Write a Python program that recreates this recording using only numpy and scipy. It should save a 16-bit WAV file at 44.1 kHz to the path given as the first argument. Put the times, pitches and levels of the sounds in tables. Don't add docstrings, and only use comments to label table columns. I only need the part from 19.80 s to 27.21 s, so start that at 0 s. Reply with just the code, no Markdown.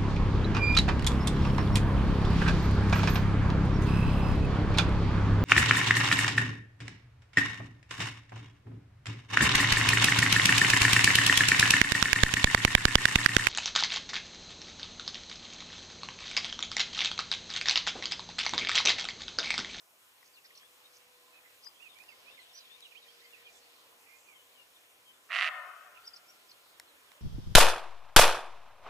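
import sys
import numpy as np
from scipy import signal
from scipy.io import wavfile

SR = 44100
rng = np.random.default_rng(int(sys.argv[2]) if len(sys.argv) > 2 else 0)


def dump_mix(stems):
    frames = np.atleast_2d(stems).T
    limited = np.clip(frames, -1, 1)
    pcm = np.round(limited * 32767).astype(np.int16)
    wavfile.write(sys.argv[1], SR, pcm)


N = 326781

# time in seconds, level of the lower hush in dB, level of the upper hush in dB.
HUSH_LEVELS = [(0, -71.5, -75), (.5, -70.5, -69.5), (2.1, -69, -69), (2.5, -65.5, -65), (2.8, -70, -66),
               (3.8, -68, -66), (4.6, -69, -72.5), (4.8, -70, -71), (5.5, -69, -71.5), (6.5, -68.5, -68.5),
               (7.41, -66.5, -71.5)]
# frequency in Hz, relative density in dB per Hz.
HUSH_LOW = [(15, -54), (25, -32), (70, -14), (182, -15), (439, -5), (492, -3), (840, -4.5), (1040, -3.5),
            (1140, -3), (2400, -8.5), (3120, -16), (5280, -120)]
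HUSH_HIGH = [(1120, -47), (1900, -4.5), (2820, 4), (5600, -6.5), (7280, -21), (12300, -120)]
HISS_SPECTRUM = [(3290, -24), (5600, -3), (7010, -1.5), (12800, -3.5), (15700, -3.5)]
HISS_DB = -67.5
# frequency in Hz, left-right likeness (a correlation).
HUSH_LIKENESS = [(60, .9), (130, 0.63), (290, 0.77), (640, 0.26), (1100, 0.066), (3100, -0.45), (5000, 0.1),
                 (6300, 1)]

DRONE_HZ, DRONE_WIDTH_HZ, DRONE_DB = 1029.4, 42, -81
# time in seconds, frequency in Hz, level in dB.
COO = [(0.0, 504.3, -90), (1.41, 491.5, -73), (2.35, 494, -91.5), (3.35, 473.7, -73.5), (5.4, 474, -84.5)]

# start in seconds, peak in dB, treble over body in dB,
# left minus right in dB.
TICKS = [(0.427, -52, -10, 13), (1.866, -48, -6, -7), (2.023, -49, 3, -7.0), (2.145, -49, 7, -10),
         (2.186, -49, -3, 19), (2.236, -48.5, -1, -13), (3.005, -41, 13, 8), (6.9973, -28, 4, 2),
         (7.316, -46, -10, -8)]
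# frequency in Hz, t60 in seconds, level in dB.
TICK_BODY = [(1060, .012, -1), (1930, 0.0098, 12.5), (3300, 0.0031, 10)]
TICK_EDGE = [(5400, 0.0033, -4), (7150, 0.0027, -8), (9460, 0.0024, -8), (12900, 0.0015, -12)]

# perch, start in seconds, length in seconds, start, middle and end frequency in Hz,
# level in dB.
NOTES = [("ahead", 0.536, 0.04, 4700, 4300, 2850, -62), ("ahead", 0.568, 0.025, 2850, 2700, 2500, -59),
         ("ahead", 0.706, 0.005, 2700, 2100, 1650, -61), ("left", 0.808, 0.06, 3250, 3330, 3600, -63),
         ("ahead", 1.036, 0.045, 3640, 3740, 3760, -60.5), ("right", 1.522, 0.079, 2510, 2540, 2430, -66),
         ("right", 1.641, 0.043, 2140, 2043, 1900, -65.5), ("left", 1.837, 0.013, 4600, 5400, 6400, -60),
         ("left", 1.857, 0.026, 4600, 4960, 4710, -50), ("right", 1.948, 0.054, 3150, 3300, 3540, -66),
         ("right", 2.003, 0.08, 2500, 2776, 2160, -54), ("left", 2.09, 0.055, 3750, 3600, 3480, -62),
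         ("right", 2.157, 0.028, 2250, 2330, 2480, -62.5), ("right", 2.196, 0.035, 2180, 2490, 2570, -60),
         ("right", 2.284, 0.022, 2820, 2710, 2300, -56), ("right", 2.307, 0.033, 2430, 2170, 2140, -61.5),
         ("right", 2.46, 0.068, 2320, 2640, 2740, -58), ("left", 2.505, 0.028, 3400, 3600, 3800, -65),
         ("left", 2.538, 0.018, 3590, 3640, 3600, -61), ("right", 2.569, 0.04, 2750, 2130, 2070, -62.5),
         ("left", 2.59, 0.06, 4450, 3980, 3700, -64), ("left", 2.69, 0.028, 3800, 3650, 3500, -66),
         ("ahead", 2.61, 0.036, 8400, 8150, 7950, -67), ("right", 2.735, 0.06, 5300, 5950, 5750, -60),
         ("ahead", 2.747, 0.074, 5000, 5030, 4600, -60), ("right", 2.749, 0.111, 4450, 4070, 3650, -65),
         ("ahead", 2.855, 0.035, 3480, 3330, 3200, -60), ("left", 2.895, 0.075, 3250, 3640, 3450, -61),
         ("ahead", 3.018, 0.045, 3800, 3950, 3750, -57), ("right", 3.025, 0.05, 3900, 3100, 2600, -58),
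         ("right", 3.112, 0.016, 2960, 2690, 2300, -60), ("right", 3.152, 0.0312, 2130, 2780, 3500, -56.5),
         ("ahead", 3.217, 0.028, 4010, 3800, 3660, -59), ("right", 3.24, 0.044, 2120, 1950, 1850, -68.5),
         ("right", 3.274, 0.047, 3190, 3250, 3500, -66), ("right", 3.381, 0.033, 3300, 3740, 3800, -67),
         ("left", 3.442, 0.02, 4870, 4840, 4740, -68), ("right", 3.412, 0.07, 1850, 2100, 2050, -65.5),
         ("right", 3.53, 0.023, 2900, 2670, 2350, -58.5), ("right", 3.55, 0.09, 1960, 1950, 1800, -69),
         ("ahead", 3.645, 0.038, 3720, 3200, 2650, -60.5), ("right", 3.651, 0.056, 2410, 2420, 2430, -65),
         ("right", 3.744, 0.048, 3560, 3530, 3520, -68), ("right", 4.23, 0.17, 1800, 2100, 2130, -69),
         ("right", 4.465, 0.12, 2500, 2300, 2000, -69), ("right", 4.262, 0.13, 2340, 2380, 2480, -67.5),
         ("left", 4.543, 0.089, 3320, 3000, 2980, -64.5), ("left", 4.748, 0.088, 3210, 2870, 2740, -64),
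         ("ahead", 4.952, 0.025, 3750, 3600, 3300, -63), ("ahead", 5.25, 0.072, 3180, 3140, 3050, -61.5),
         ("left", 5.335, 0.022, 3450, 3500, 3500, -69), ("hedge", 6.152, 0.025, 2900, 2700, 2900, -59),
         ("near", 6.242, 0.024, 4450, 4700, 5900, -60), ("near", 6.267, 0.02, 5900, 5200, 4200, -53),
         ("left", 6.338, 0.006, 5100, 4850, 4600, -50), ("near", 6.485, 0.024, 5250, 5500, 5800, -60),
         ("near", 6.69, 0.012, 5150, 5000, 4750, -61), ]
PERCH_PAN_DB = {"left": 9, "ahead": 3, "right": -11, "near": 0, "hedge": -9}
PERCH_ROUGHNESS = {"left": 1, "ahead": 1.1, "right": 1.5, "near": 3.5, "hedge": 6}
# start in seconds, length in seconds, centre in Hz, level in dB.
CHIRPS = [(0.44, 0.047, 5520, -67), (0.64, 0.039, 4790, -62.5), (0.639, 0.023, 2020, -61),
          (0.748, 0.055, 4960, -60.5), (0.807, 0.039, 1980, -64), (1.129, 0.052, 5710, -64),
          (1.812, 0.042, 5300, -62.5), (3.69, 0.12, 7000, -67), (4.33, 0.22, 7000, -72),
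          (6.352, 0.026, 5300, -55), (6.7, 0.022, 5300, -62)]
CHIRP_SWEEPS_HZ, CHIRP_SWING_SHARE, CHIRP_SCRATCH_DB, CHIRP_PAN_DB = 68.75, .19, 5, -1
# time in seconds, notes per second.
CHATTER_RATE = [(0, 2), (1.2, 8), (1.9, 16), (3.4, 42), (3.9, 25), (4.2, 3)]
CHATTER_DB = -74.5
LEAF_ECHO_DB, LEAF_T60_S = -6.5, .13
PORT_LAG_S = .00016

# frequency in Hz, level in dB.
WOODS_LEVEL = [(480, 4), (620, 13), (760, 8.5), (950, 10), (1380, 5.5), (1950, 1.5), (3000, 1), (6000, 2)]
# frequency in Hz, t60 in seconds.
WOODS_T60 = [(700, 1.31), (1100, 1.1), (1340, 1.3), (1600, 0.75), (1950, .9), (3500, 0.5)]
# frequency in Hz, left-right likeness (a correlation).
WOODS_LIKENESS = [(700, 0.87), (1200, 0.68), (2000, 0.38), (4000, .1)]
# frequency in Hz, left minus right in dB.
WOODS_PAN = [(700, 1.5), (1100, 6.5), (2000, 5.5), (4000, 1)]
WOODS_DELAY_S, WOODS_RISE_S = .014, .11
WOODS_PATCHY_DB = 1.5
LINGER_HZ, LINGER_WIDTH_HZ, LINGER_DB, LINGER_T60_S = 1375, 90, -9, 3.0

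# time in seconds, peak in dB before radiation.
SLAPS = [(5.5028, -30), (5.5128, -23), (5.5188, -19), (5.5288, -19), (5.5487, -18), (5.5584, -15.5),
         (5.5633, -15), (5.5867, -15.5), (5.6101, -12.5), (5.6196, -17), (5.6248, -13), (5.6303, -16),
         (5.644, -15.5), (5.6495, -19), (5.6645, -21), (5.675, -18), (5.6874, -19)]
# frequency in Hz, width in Hz, level in dB.
THROAT = [(655, 110, -13), (1315, 230, -3.5), (1930, 118, 4.5), (2720, 300, 0), (4400, 1100, -16.5),
          (5740, 730, -20.5), (9300, 1800, -26)]
# time in seconds, factor on frequency.
MOUTH = [(5.49, .97), (5.55, 1.0), (5.61, 1.03), (5.65, .98), (5.71, .97)]
# frequency in Hz, left minus right in dB.
BARK_PAN = [(700, 0), (1300, -4), (2400, -5.5), (8000, -14)]
FOLD_HZ, FOLD_JITTER, FOLD_SPREAD_DB = 200, .3, 2
RASP_DB = 2.5
BARK_START_S, BARK_END_S, BARK_DB, SWELL_DB_PER_S = 5.486, 5.711, -33, 2
ATTACK_S, RELEASE_S, EDGE_DROP_DB = .014, .011, 30
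FULL_EFFORT_DB, BRIGHTEN = -31, .76
SLAP_DAMPING = 1.8

CUTOFF_HZ = 15800


def amp(db):
    return 10 ** (np.asarray(db) / 20)


def pan_gains(left_minus_right_db):
    return amp([[left_minus_right_db / 2], [-left_minus_right_db / 2]])


def rms_one(x):
    return x / np.sqrt(np.mean(x ** 2) + 1e-20)


def in_time(rows):
    s, *columns = np.transpose(rows)
    return [np.interp(np.arange(N) / SR, s, c) for c in columns]


def at_hz(points, hz):
    table_hz, values = np.transpose(points)
    return np.interp(np.log(hz), np.log(table_hz), values)


def drift(rate, count=N):
    steps = np.arange(count) * 2 * rate / SR
    whole = steps.astype(int)
    points = rng.standard_normal(whole[-1] + 2)
    blend = .5 - .5 * np.cos(np.pi * (steps - whole))
    return points[whole] * (1 - blend) + points[whole + 1] * blend


def resonance(hz, t60):
    r, w = amp(-60 / (t60 * SR)), 2 * np.pi * hz / SR
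    return [0, np.sin(w)], [1, -2 * r * np.cos(w), r * r]


def ring(x, hz, t60):
    return signal.lfilter(*resonance(hz, t60), x + 1e-18)


def glide(x, hz, t60):
    out, state = np.zeros(len(x)), np.zeros(2)
    for i in range(0, len(x), 128):
        out[i:i + 128], state = signal.lfilter(*resonance(hz[i], t60), x[i:i + 128], zi=state)
    return out


def bandpass(x, low_hz, high_hz):
    return signal.sosfilt(signal.butter(2, [low_hz, high_hz], "band", fs=SR, output="sos"), x)


def highpass(x, order, hz):
    return signal.sosfilt(signal.butter(order, hz, "high", fs=SR, output="sos"), x)


def stereo(mid, side, alike):
    return np.sqrt((1 + alike) / 2) * mid + np.sqrt((1 - alike) / 2) * side * [[1], [-1]]


def add(out, s, sound, pan_db):
    i = round(s * SR)
    out[:, i:i + len(sound)] += sound[:N - i] * pan_gains(pan_db)


def hush(spectrum, patchy_db):
    out, white = 0, rng.standard_normal((2, 2, N))
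    lowest_hz, highest_hz = spectrum[0][0], spectrum[-1][0]
    edges = lowest_hz * 2 ** np.arange(0, np.log2(highest_hz / lowest_hz) + .3, 1 / 3)
    for k, (low, high) in enumerate(zip(edges, edges[1:])):
        mid, side = bandpass(white[k % 2], low, high)
        hz = np.sqrt(low * high)
        alike = np.clip(at_hz(HUSH_LIKENESS, hz), -1, .99)
        gain = amp(at_hz(spectrum, hz) + patchy_db * drift(4.0))
        out = out + gain * stereo(mid, side, alike)
    return out / np.sqrt(np.mean(out.mean(0) ** 2))


def meadow():
    low_db, high_db = in_time(HUSH_LEVELS)
    out = amp(low_db) * hush(HUSH_LOW, patchy_db=1.74)
    out += amp(high_db) * hush(HUSH_HIGH, patchy_db=2.0)
    return out + amp(HISS_DB + .7 * drift(9)) * hush(HISS_SPECTRUM, patchy_db=.6)


def drone():
    t60 = np.log(1000) / (np.pi * DRONE_WIDTH_HZ)
    mid, side = (rms_one(ring(ring(noise, DRONE_HZ, t60), DRONE_HZ, t60)) for noise in rng.standard_normal((2, N)))
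    return amp(DRONE_DB + 2.0 * drift(1.3)) * (mid + .65 * side * [[1], [-1]])


def coo():
    hz, level_db = in_time(COO)
    fade = np.clip((COO[-1][0] - np.arange(N) / SR) / .19, 0, 1)
    phase = 2 * np.pi * np.cumsum(hz + 3.18 * drift(8.0)) / SR
    return np.sqrt(2) * fade * amp(level_db + drift(5.0)) * np.sin(phase)


def ticks():
    out = np.zeros((2, N))
    for s, peak_db, treble_db, pan_db in TICKS:
        crunch = np.r_[.15 * rng.standard_normal(120) * np.hanning(120), np.zeros(900)]
        crunch[70] = 1
        later = np.roll(crunch, 55)
        edge = sum(amp(db) * ring(crunch, hz, t60) for hz, t60, db in TICK_EDGE)
        body = 0
        for hz, t60, db in TICK_BODY:
            tilt_db = treble_db * np.log2(hz / TICK_BODY[1][0])
            body = body + amp(db + tilt_db) * ring(later, hz, t60)
        tick = amp(treble_db / 2) * rms_one(edge) + amp(-treble_db / 2) * rms_one(body)
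        tick = highpass(tick, 3, 950)
        add(out, s, amp(peak_db) * tick / np.abs(tick).max(), pan_db)
    return out


def whistle(hz, level_db, rough=1):
    count = len(hz)
    shape = np.sin(np.linspace(0, np.pi, count)) ** .6
    shape = shape * amp(3 * np.sqrt(rough) * drift(90, count))
    flutter_hz = 35 * rough * drift(140, count)
    return np.sqrt(2) * amp(level_db) * shape * np.sin(2 * np.pi * np.cumsum(hz + flutter_hz) / SR)


def add_chatter(out):
    when = np.arange(0, N / SR - .1, .01)
    chance = rng.random((len(when), 6))
    sung = chance[:, 0] < .01 * np.interp(when, *np.transpose(CHATTER_RATE))
    for s, (_, pitch, slur, length, level, side) in zip(when[sung], chance[sung]):
        count = round((.02 + .05 * length) * SR)
        hz = 1800 * 2.8 ** pitch * np.linspace(1, .75 + .4 * slur, count)
        add(out, s, whistle(hz, CHATTER_DB + 10.4 * (level - .5)), 24 * (side - .5))


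def add_notes(out):
    for perch, s, length, start_hz, middle_hz, end_hz, level_db in NOTES:
        arc = np.polyfit([0, .5, 1], [start_hz, middle_hz, end_hz], 2)
        hz = np.polyval(arc, np.linspace(0, 1, round((length + .008) * SR)))
        add(out, s - .004, whistle(hz, level_db, PERCH_ROUGHNESS[perch]), PERCH_PAN_DB[perch])


def add_chirps(out):
    for s, length, centre_hz, level_db in CHIRPS:
        t = np.arange(round(length * SR)) / SR
        whip = .717 * np.cos(2 * np.pi * CHIRP_SWEEPS_HZ * (t - length / 2)) + .42 * drift(298.5, len(t))
        hz = centre_hz * (1 + CHIRP_SWING_SHARE * whip)
        add(out, s, whistle(hz, level_db + CHIRP_SCRATCH_DB * drift(500, len(t))), CHIRP_PAN_DB)


def birds():
    out = np.zeros((2, N))
    add_notes(out)
    add_chirps(out)
    add_chatter(out)
    t = np.arange(SR // 2) / SR
    leaves = rng.standard_normal((2, len(t))) * amp(-60 * t / LEAF_T60_S)
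    leaves *= amp(LEAF_ECHO_DB) / np.sqrt(np.sum(leaves ** 2) / 2)
    song = out + signal.fftconvolve(out, leaves, axes=1)[:, :N]
    lag = round(PORT_LAG_S * SR)
    song[0] = np.r_[np.zeros(lag), song[0, :N - lag]]
    return song


def woods(voice):
    t = np.arange(2 * SR) / SR
    white, answer = rng.standard_normal((2, len(t))), 0
    for hz in 500 * 2 ** np.arange(0, 4.1, .25):
        mid, side = bandpass(white, hz / 2 ** .125, hz * 2 ** .125)
        alike = np.clip(at_hz(WOODS_LIKENESS, hz), 0, 1)
        band = stereo(mid, side, alike) * pan_gains(at_hz(WOODS_PAN, hz))
        decay_db = at_hz(WOODS_LEVEL, hz) - 60 * t / at_hz(WOODS_T60, hz)
        answer = answer + band * amp(WOODS_PATCHY_DB * drift(5, len(t)) + decay_db)
    linger = bandpass(white[::-1], LINGER_HZ - LINGER_WIDTH_HZ / 2, LINGER_HZ + LINGER_WIDTH_HZ / 2)
    answer = answer + linger * amp(LINGER_DB - 60 * t / LINGER_T60_S)
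    answer *= np.clip((t - WOODS_DELAY_S) / WOODS_RISE_S, 0, 1) / np.sqrt(SR / 10)
    echoes = signal.fftconvolve(answer, voice.mean(0)[None], axes=1)
    at = np.arange(echoes.shape[1])
    stretched = at + .0003 * SR * drift(12, len(at))
    return np.array([np.interp(stretched, at, ear) for ear in echoes])


def fold_pulses(count):
    chance = rng.standard_normal((80, 2))
    at = np.cumsum(SR / FOLD_HZ * np.exp(FOLD_JITTER * chance[:, 0])).astype(int)
    pulses = np.zeros(count)
    pulses[at[at < count]] = amp(FOLD_SPREAD_DB * chance[at < count, 1])
    for s, _ in SLAPS:
        i = round((s - BARK_START_S) * SR)
        pulses[i - 80:i + 140] *= .5
    return pulses


def throat(x, mouth, drop_db=0, damping=1):
    streams = []
    for k, (hz, width, db) in enumerate(THROAT):
        push = x * amp(BRIGHTEN * drop_db * max(np.log2(hz / 1500), 0))
        t60 = np.log(1000) / (np.pi * width * damping)
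        streams.append((-1) ** k * amp(db) * width * glide(push, hz * mouth, t60))
    return streams


def bark():
    count = round((BARK_END_S - BARK_START_S + .02) * SR)
    t = np.arange(count) / SR
    mouth = np.interp(BARK_START_S + t, *np.transpose(MOUTH))
    edges = np.exp(-t / ATTACK_S) + np.exp((BARK_START_S + t - BARK_END_S) / RELEASE_S)
    level_db = BARK_DB + SWELL_DB_PER_S * t - EDGE_DROP_DB * edges

    pulses = fold_pulses(count)
    puffs = signal.lfilter([1], [1, -np.exp(-1 / (.007 * SR))], pulses) * rng.standard_normal(count)
    soft = np.hanning(7)
    source = rms_one(np.convolve(pulses, soft, "same")) / 2 + amp(RASP_DB) * rms_one(puffs)
    source *= amp(level_db) / np.std(sum(throat(source, mouth)))

    slaps = np.zeros(count)
    for s, peak_db in SLAPS:
        slaps[round((s - BARK_START_S + .0007) * SR)] = amp(peak_db)
    click_response = sum(throat(np.eye(1, 400)[0], mouth, damping=SLAP_DAMPING))
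    slaps /= np.abs(click_response).max()
    slaps = np.convolve(slaps, soft / soft.sum(), "same")

    drop_db = level_db - FULL_EFFORT_DB
    streams = np.add(throat(source, mouth, drop_db), throat(slaps, mouth, drop_db, SLAP_DAMPING))
    pans = at_hz(BARK_PAN, np.array(THROAT)[:, 0])
    voice = sum(band * pan_gains(pan) for band, pan in zip(streams, pans))
    voice = signal.sosfilt(signal.butter(2, 7000, fs=SR, output="sos"), voice)
    voice = signal.lfilter(*signal.iirnotch(860, 4.0, fs=SR), voice)
    return highpass(voice, 6, 560)


def scene():
    out = meadow() + drone() + coo() + ticks() + birds()
    voice = bark()
    i = round(BARK_START_S * SR)
    out[:, i:i + voice.shape[1]] += voice
    out[:, i:] += woods(voice)[:, :N - i]
    return out


def record(dry):
    return signal.sosfilt(signal.cheby2(16, 70, CUTOFF_HZ + 330, fs=SR, output="sos"), dry)


dry = scene()
out = record(dry)
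dump_mix(out)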